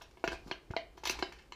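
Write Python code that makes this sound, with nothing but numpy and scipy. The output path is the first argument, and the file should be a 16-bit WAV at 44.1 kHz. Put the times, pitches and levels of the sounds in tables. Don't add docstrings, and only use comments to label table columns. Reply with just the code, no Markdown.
import sys
import numpy as np
from scipy import signal
from scipy.fft import rfft, irfft
from scipy.io import wavfile

SR = 44100
rng = np.random.default_rng(int(sys.argv[2]) if len(sys.argv) > 2 else 0)


def boost(x):
    u = np.asarray(x, float) / 20
    return 10 ** u


def pcm_store(signal):
    levels = np.round(np.clip(np.atleast_2d(signal), -1, 1) * 32767)
    wavfile.write(sys.argv[1], SR, levels.astype(np.int16).T)


N = 68355
MODE_SCATTER_DB = 2.0


def at_hz(points, hz):
    table_hz, value = np.transpose(points)
    return np.interp(np.log(hz), np.log(table_hz), value, left=-90, right=-90)


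def rms_one(x):
    return x / np.sqrt(np.mean(x ** 2) + 1e-20)


def colour(x, spectrum):
    hz = np.arange(len(x) // 2 + 1) * SR / len(x) + 1e-3
    return rms_one(irfft(rfft(x) * boost(at_hz(spectrum, hz)), len(x)))


def follow(points):
    return boost(np.interp(np.arange(N) / SR, *np.transpose(points)))


def ring(force, hz, t60):
    r = boost(-60 / (t60 * SR))
    w = 2 * np.pi * hz / SR
    return signal.lfilter([0, np.sin(w)], [1, -2 * r * np.cos(w), r * r], force + 1e-18)


def cut(x, hz, kind, order=4):
    return signal.sosfilt(signal.butter(order, hz, kind, fs=SR, output="sos"), x)


# t/s, middle modes level/dB, first hollow mode level/dB, second hollow mode level/dB,
# tilt of the middle modes/(dB per octave)
BUCKLES = [(0.01, -53, -74, -59, 32), (0.016, -49.5, -67, -52, -8.5), (0.11, -63, -82, -94, 35),
           (0.171, -57.5, -55, -56.5, -21), (0.239, -32, -28.5, -24, 11), (0.276, -37, -30.5, -61, 17),
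           (0.283, -41.5, -35.5, -88, -7), (0.317, -46, -40.5, -42.5, -4), (0.329, -44, -36.5, -45, -9),
           (0.471, -51, -45.5, -60, 14), (0.499, -48.5, -47, -58, 13), (0.5115, -33.5, -34.5, -44.5, 6.5),
           (0.707, -45, -36, -45.5, 21), (0.737, -55, -45, -52, 10), (0.764, -31.5, -42.5, -25.5, 11),
           (0.976, -45.5, -50.5, -54, 8), (1.035, -60, -45, -50.5, -2), (1.055, -35, -50, -75, -3),
           (1.07, -45, -42, -45, -18), (1.097, -40.5, -35.5, -50, -18.5), (1.188, -40, -42.5, -69, 8),
           (1.195, -65, -43, -54, 13), (1.224, -31, -26.5, -39.5, 6), (1.521, -42, -61, -91, 8)]
# f/Hz, level/dB, t60/s
HOLLOW = [(364.4, 0, 0.062), (660.7, -1, 0.055), (496, -1.5, 0.021)]
# f/Hz, level/dB, t60/s
MIDDLE = [(765, -19, 0.0094), (983, 9, 0.024), (1040, -8.5, 0.0063), (1250, 3.5, 0.008), (1536, -4, 0.013)]
HOLLOW_DB, MIDDLE_DB = 1, -5.5
BUCKLE_LAG_S = 0.00066
CONTACT_HZ, SHELL_LOW_HZ = 2260, 243


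def buckles():
    s, middle, first, second, tilt = np.transpose(BUCKLES)
    start = ((s + BUCKLE_LAG_S) * SR).astype(int)
    levels = [level + HOLLOW_DB for level in (first, second, (first + second) / 2)]
    levels += [middle + MIDDLE_DB + tilt * np.log2(hz / 1200) for hz, _, _ in MIDDLE]
    out = np.zeros(N)
    for k, ((hz, db, t60), level) in enumerate(zip(HOLLOW + MIDDLE, levels)):
        scatter = MODE_SCATTER_DB * rng.standard_normal(len(s))
        pushes = np.bincount(start, boost(level + db + scatter), N)
        out += (-1) ** (k // 3) * ring(pushes, hz, t60)
    return cut(cut(out, CONTACT_HZ, "low"), SHELL_LOW_HZ, "high")


# t/s, f/Hz, level/dB, t60/s
PANELS = [(.2400, 1013, -26, 0.015), (.2400, 1442, -29.5, 0.044), (.2405, 2375, -33, 0.026),
          (.2425, 1980, -40, .03), (.243, 2990, -40, .02), (.2765, 1610, -25.5, 0.012),
          (.2765, 2590, -36, 0.021), (.277, 5530, -35, 0.018), (.283, 2570, -32.5, 0.021),
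          (.3195, 1600, -34, 0.036), (.3285, 1540, -37, 0.026), (.319, 4240, -49, 0.016),
          (.5122, 630, -37, 0.023), (.5122, 2370, -26.5, 0.013), (.5125, 4290, -28.5, 0.0099),
          (.514, 1690, -29, 0.012), (.519, 3240, -35.5, 0.021), (.526, 2950, -33, 0.02),
          (.7365, 890, -34, 0.029), (.7365, 1450, -37.5, 0.032), (.7652, 4170, -26, 0.0094),
          (.7652, 2360, -32, 0.013), (.766, 2810, -33, .012), (.7715, 2036, -32.5, 0.038),
          (.7725, 3940, -30.5, 0.012), (.7725, 2840, -36, 0.022), (.789, 2060, -42, 0.021),
          (1.035, 890, -34.5, 0.029), (1.035, 1730, -47, 0.038), (1.070, 2130, -30, 0.011),
          (1.073, 2930, -29.5, 0.024), (1.0958, 2090, -27, .012), (1.097, 2700, -24.5, 0.026),
          (1.1045, 2640, -31.5, .025), (1.096, 4740, -28.5, 0.03), (1.098, 6130, -27, .012),
          (1.112, 2920, -42, 0.022), (1.2248, 793, -24, 0.024), (1.2252, 4240, -23.5, .012),
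          (1.226, 1610, -28.5, 0.031), (1.227, 2956, -32, 0.021), (1.2255, 2160, -37, 0.0066),
          (1.232, 5120, -36.5, 0.016), (1.240, 4020, -40, 0.027), (1.321, 1700, -43.5, 0.012),
          (1.321, 940, -45, 0.019), (1.5215, 1070, -58, 0.033), (1.5215, 2950, -44, 0.02),
          (.481, 297, -39.5, 0.018), (.486, 1010, -54, 0.022)]
PANEL_RISE_S = 0.00026


def panels():
    t = np.arange(4096) / SR
    out = np.zeros(N + len(t))
    for k, (s, hz, db, t60) in enumerate(PANELS):
        shape = (1 - np.exp(-t / PANEL_RISE_S)) * boost(db - 60 * t / t60)
        start = int(s * SR)
        out[start:start + len(t)] += (-1) ** k * shape * np.sin(2 * np.pi * hz * t)
    return out[:N]


# t/s, rim modes level/dB, edge modes level/dB, bright snap level/dB, length/s
SNAPS = [(0.111, -72, -59.5, -70, 0.0019), (0.171, -55, -80, -70, 0.003), (0.196, -75, -63, -79, .002),
         (0.241, -35.5, -54, -69, 0.0023), (0.2760, -30, -30, -52, 0.0021), (0.2835, -50, -48, -64, 0.0035),
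         (0.514, -35.5, -32.5, -68, 0.0026), (0.711, -67, -50.5, -66, .002),
         (0.766, -30, -33.5, -104, 0.0024), (1.19, -39.5, -42, -60, 0.00054),
         (1.192, -41, -41.5, -54, 0.002), (1.224, -33, -28.5, -70, 0.0041),
         (1.323, -42.5, -46.5, -60, 0.0029), (1.522, -41, -39.5, -66, 0.0014)]
# t/s, rim modes level/dB, edge modes level/dB, bright snap level/dB, length/s
TEARS = [(0.013, -45, -87, -73, 0.0018), (0.0183, -68, -50, -55.5, 0.0037),
         (0.241, -41.5, -37, -54, 0.0096), (0.315, -50, -59, -72, 0.007), (0.331, -47, -48, -73, 0.0039),
         (0.473, -58, -52, -60.5, 0.011), (0.502, -58, -54, -77, 0.019), (0.704, -49, -62, -83, 0.0081),
         (0.9734, -50.5, -50, -62.5, 0.0083), (1.036, -41, -38.5, -53.5, 0.0088),
         (1.053, -35, -28, -40, 0.0065), (1.072, -38.5, -27.5, -39, 0.0032),
         (1.0954, -32.5, -33, -36.5, 0.0017), (1.106, -47, -35, -38, 0.0075), (1.386, -47, -50, -75, 0.018),
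         (1.421, -62, -62, -75, 0.0045)]
# f/Hz, level/dB, t60/s
RIM = [(1850, -3, 0.005), (2300, -1, 0.005), (2750, 1, 0.005), (3200, -1, 0.005)]
# f/Hz, level/dB, t60/s
EDGE = [(3650, -4, 0.004), (4040, -1, 0.004), (4400, -1, 0.004), (4800, -2, 0.004)]
# f/Hz, level/dB, t60/s
TIPS = [(5370, -4, 0.0033), (5970, -3.5, 0.0039), (6540, -9.5, 0.0045), (6950, -12, 0.0061)]
RIM_DB, EDGE_DB, TIPS_DB = -1, -1.5, 10.5
TIPS_FOLLOW = 0.56
SLIP_RISE_S = 0.00016
SNAP_LOW_HZ, SNAP_DB = 6500, 16
SHELL_HIGH_HZ = 7200


def crackle():
    s, rim, edge, snap, length = np.transpose(SNAPS + TEARS)
    t = np.arange(2048) / SR
    decay_s = np.clip(length, .0003, .015)[:, None]
    unevenness = np.repeat(rng.standard_normal((len(s), 64)), 32, axis=1)
    slips = rng.standard_normal((len(s), len(t))) * boost(3 * unevenness)
    slips *= np.exp(-t / decay_s) * (1 - np.exp(-t / SLIP_RISE_S))
    where = ((s * SR).astype(int)[:, None] + np.arange(len(t))).ravel()

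    def place(rows, db):
        gain = boost(db) / np.linalg.norm(rows, axis=1)
        return np.bincount(where, (rows * gain[:, None]).ravel(), N + len(t))[:N]

    modes = [(mode, rim + RIM_DB) for mode in RIM]
    modes += [(mode, edge + EDGE_DB) for mode in EDGE]
    modes += [(mode, edge + TIPS_DB + TIPS_FOLLOW * (snap - edge)) for mode in TIPS]
    body = np.zeros(N)
    for (hz, db, t60), level in modes:
        scatter = MODE_SCATTER_DB * rng.standard_normal(len(s))
        rung = cut(ring(slips, hz, t60), 1.25 * hz, "low", order=2)
        longer_db = 10 * np.log10(t60 * SR / 28)
        body += place(rung, level + db + scatter + longer_db)
    body = cut(cut(body, 1540, "high"), SHELL_HIGH_HZ, "low")
    return body + place(cut(slips, SNAP_LOW_HZ, "high"), snap + SNAP_DB)


# t/s, level/dB
RUB = [(0, -67), (.02, -69), (.1, -75.5), (.29, -73), (.325, -47), (.37, -67), (.44, -72), (.48, -62.5),
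       (.6, -82), (.72, -80), (.9, -80), (.99, -79), (1.03, -71), (1.11, -52.5), (1.2, -59), (1.33, -69),
       (1.4, -70), (1.55, -83)]
# f/Hz, level/dB
RUB_COLOUR = [(88, -72), (150, 2), (631, -4), (751, 8), (1240, -1.5), (1570, -26), (2020, -16.5),
              (4650, -2.5), (15500, -31.5)]
RUB_GRAINS_PER_S, RUB_SPREAD_DB = 6000, 3.0
SQUEAK_S, SQUEAK_LENGTH_S, SQUEAK_HZ, SQUEAK_DB = .338, .028, 2480, -53


def rubbing():
    happens = rng.random(N) < RUB_GRAINS_PER_S / SR
    size = boost(RUB_SPREAD_DB * np.minimum(rng.exponential(1, N), 4))
    grains = happens * size * rng.choice([-1, 1], N)
    progress = np.clip((np.arange(N) / SR - SQUEAK_S) / SQUEAK_LENGTH_S, 0, 1)
    sing = rms_one(ring(rng.standard_normal(N), SQUEAK_HZ, 0.04)) * np.sin(np.pi * progress)
    return follow(RUB) * colour(grains, RUB_COLOUR) + boost(SQUEAK_DB) * sing


# t/s, peak level/dB, f/Hz
BUMPS = [
    (0.279, -31, 303),
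    (0.462, -35, 335),
    (0.512, -38.5, 278),
    (0.739, -44.5, 197),
    (.703, -32, 166),
    (1.099, -44.5, 300),
    (1.226, -41, 304),
]
BUMP_CYCLES, BUMP_RISE_S, BUMP_SAG_S = 1.47, 0.0036, 0.0045


def bumps():
    out, t = np.zeros(N), np.arange(N) / SR
    for s, db, hz in BUMPS:
        age = np.maximum(t - s, 0)
        sag = BUMP_SAG_S * (1 - np.exp(-age / BUMP_SAG_S))
        turns = hz * (0.38 * age + 0.57 * sag)
        swell = (1 - np.exp(-age / BUMP_RISE_S)) ** 2
        decay = np.exp(-2.5 * age * hz / BUMP_CYCLES)
        out += boost(db + 18) * swell * decay * np.sin(2 * np.pi * turns)
    return out


# f/Hz, t60/s
ROOM_T60 = [(150, 0.31), (400, 0.35), (1000, 0.26), (2800, 0.32), (7000, 0.13), (14000, 0.11)]
ROOM_DB, ROOM_BUILD_S = -5, 0.00043
FIRST_ECHO_S, FIRST_ECHO_DB = .0075, -17


def room(x):
    t = np.arange(SR // 2) / SR
    edges = 100 * 2 ** np.arange(0, 7.6, .5)
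    tail = np.zeros(len(t))
    for lo, hi in zip(edges, edges[1:]):
        t60 = at_hz(ROOM_T60, np.clip(np.sqrt(lo * hi), 160, 13000))
        band = signal.butter(2, [lo, hi], "band", fs=SR, output="sos")
        tail += signal.sosfilt(band, rng.standard_normal(len(t))) * boost(-60 * t / t60)
    tail *= 1 - np.exp(-(t / ROOM_BUILD_S) ** 2)
    tail *= boost(ROOM_DB) / np.linalg.norm(tail)
    tail[int(FIRST_ECHO_S * SR)] += boost(FIRST_ECHO_DB)
    return signal.fftconvolve(x, tail)[:N]


# t/s, level/dB
STRAIN = [(0, -3), (.1, 0.5), (.2, -9.5), (.3, 5.5), (.4, 5.5), (.5, 4), (.6, -6), (.8, 0), (.95, -4),
          (1.06, 1.5), (1.17, 6.5), (1.268, -2), (1.4, -4), (1.55, -6)]
# f/Hz, level/dB
RUMBLE = [(12, -9), (25, -10), (45, -3.5), (62, -2.5), (85, -13.5), (130, -23), (200, -57)]
# f/Hz, level/dB
FLOOR = [(65, -118), (110, -2), (262, -7), (366, 1), (542, -8.5), (872, -13), (2780, -22), (14000, -35),
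         (15500, -35)]
RUMBLE_DB, FLOOR_DB = -59, -65


def background():
    rumble = follow(STRAIN) * colour(rng.standard_normal(N), RUMBLE)
    hiss = colour(rng.standard_normal(N), FLOOR)
    return boost(RUMBLE_DB) * rumble + boost(FLOOR_DB) * hiss


BUCKLE_WET_DB, PANEL_WET_DB, CRACKLE_WET_DB = -6, -9, 3


def scene():
    hollow, single, cracks, rub = buckles(), panels(), crackle(), rubbing()
    near = hollow + single + cracks + rub
    far = boost(BUCKLE_WET_DB) * hollow + boost(PANEL_WET_DB) * single + boost(CRACKLE_WET_DB) * cracks + rub
    return (near + room(far) + bumps() + background())[None]


def roll_off(x):
    return signal.sosfilt(signal.butter(12, 15830, fs=SR, output="sos"), x)


def record(dry):
    mix = cut(dry, 15100, "low", order=12)
    mix = cut(mix, 15600, "low", order=24)
    return roll_off(mix)


dry = scene()
out = record(dry)
pcm_store(out)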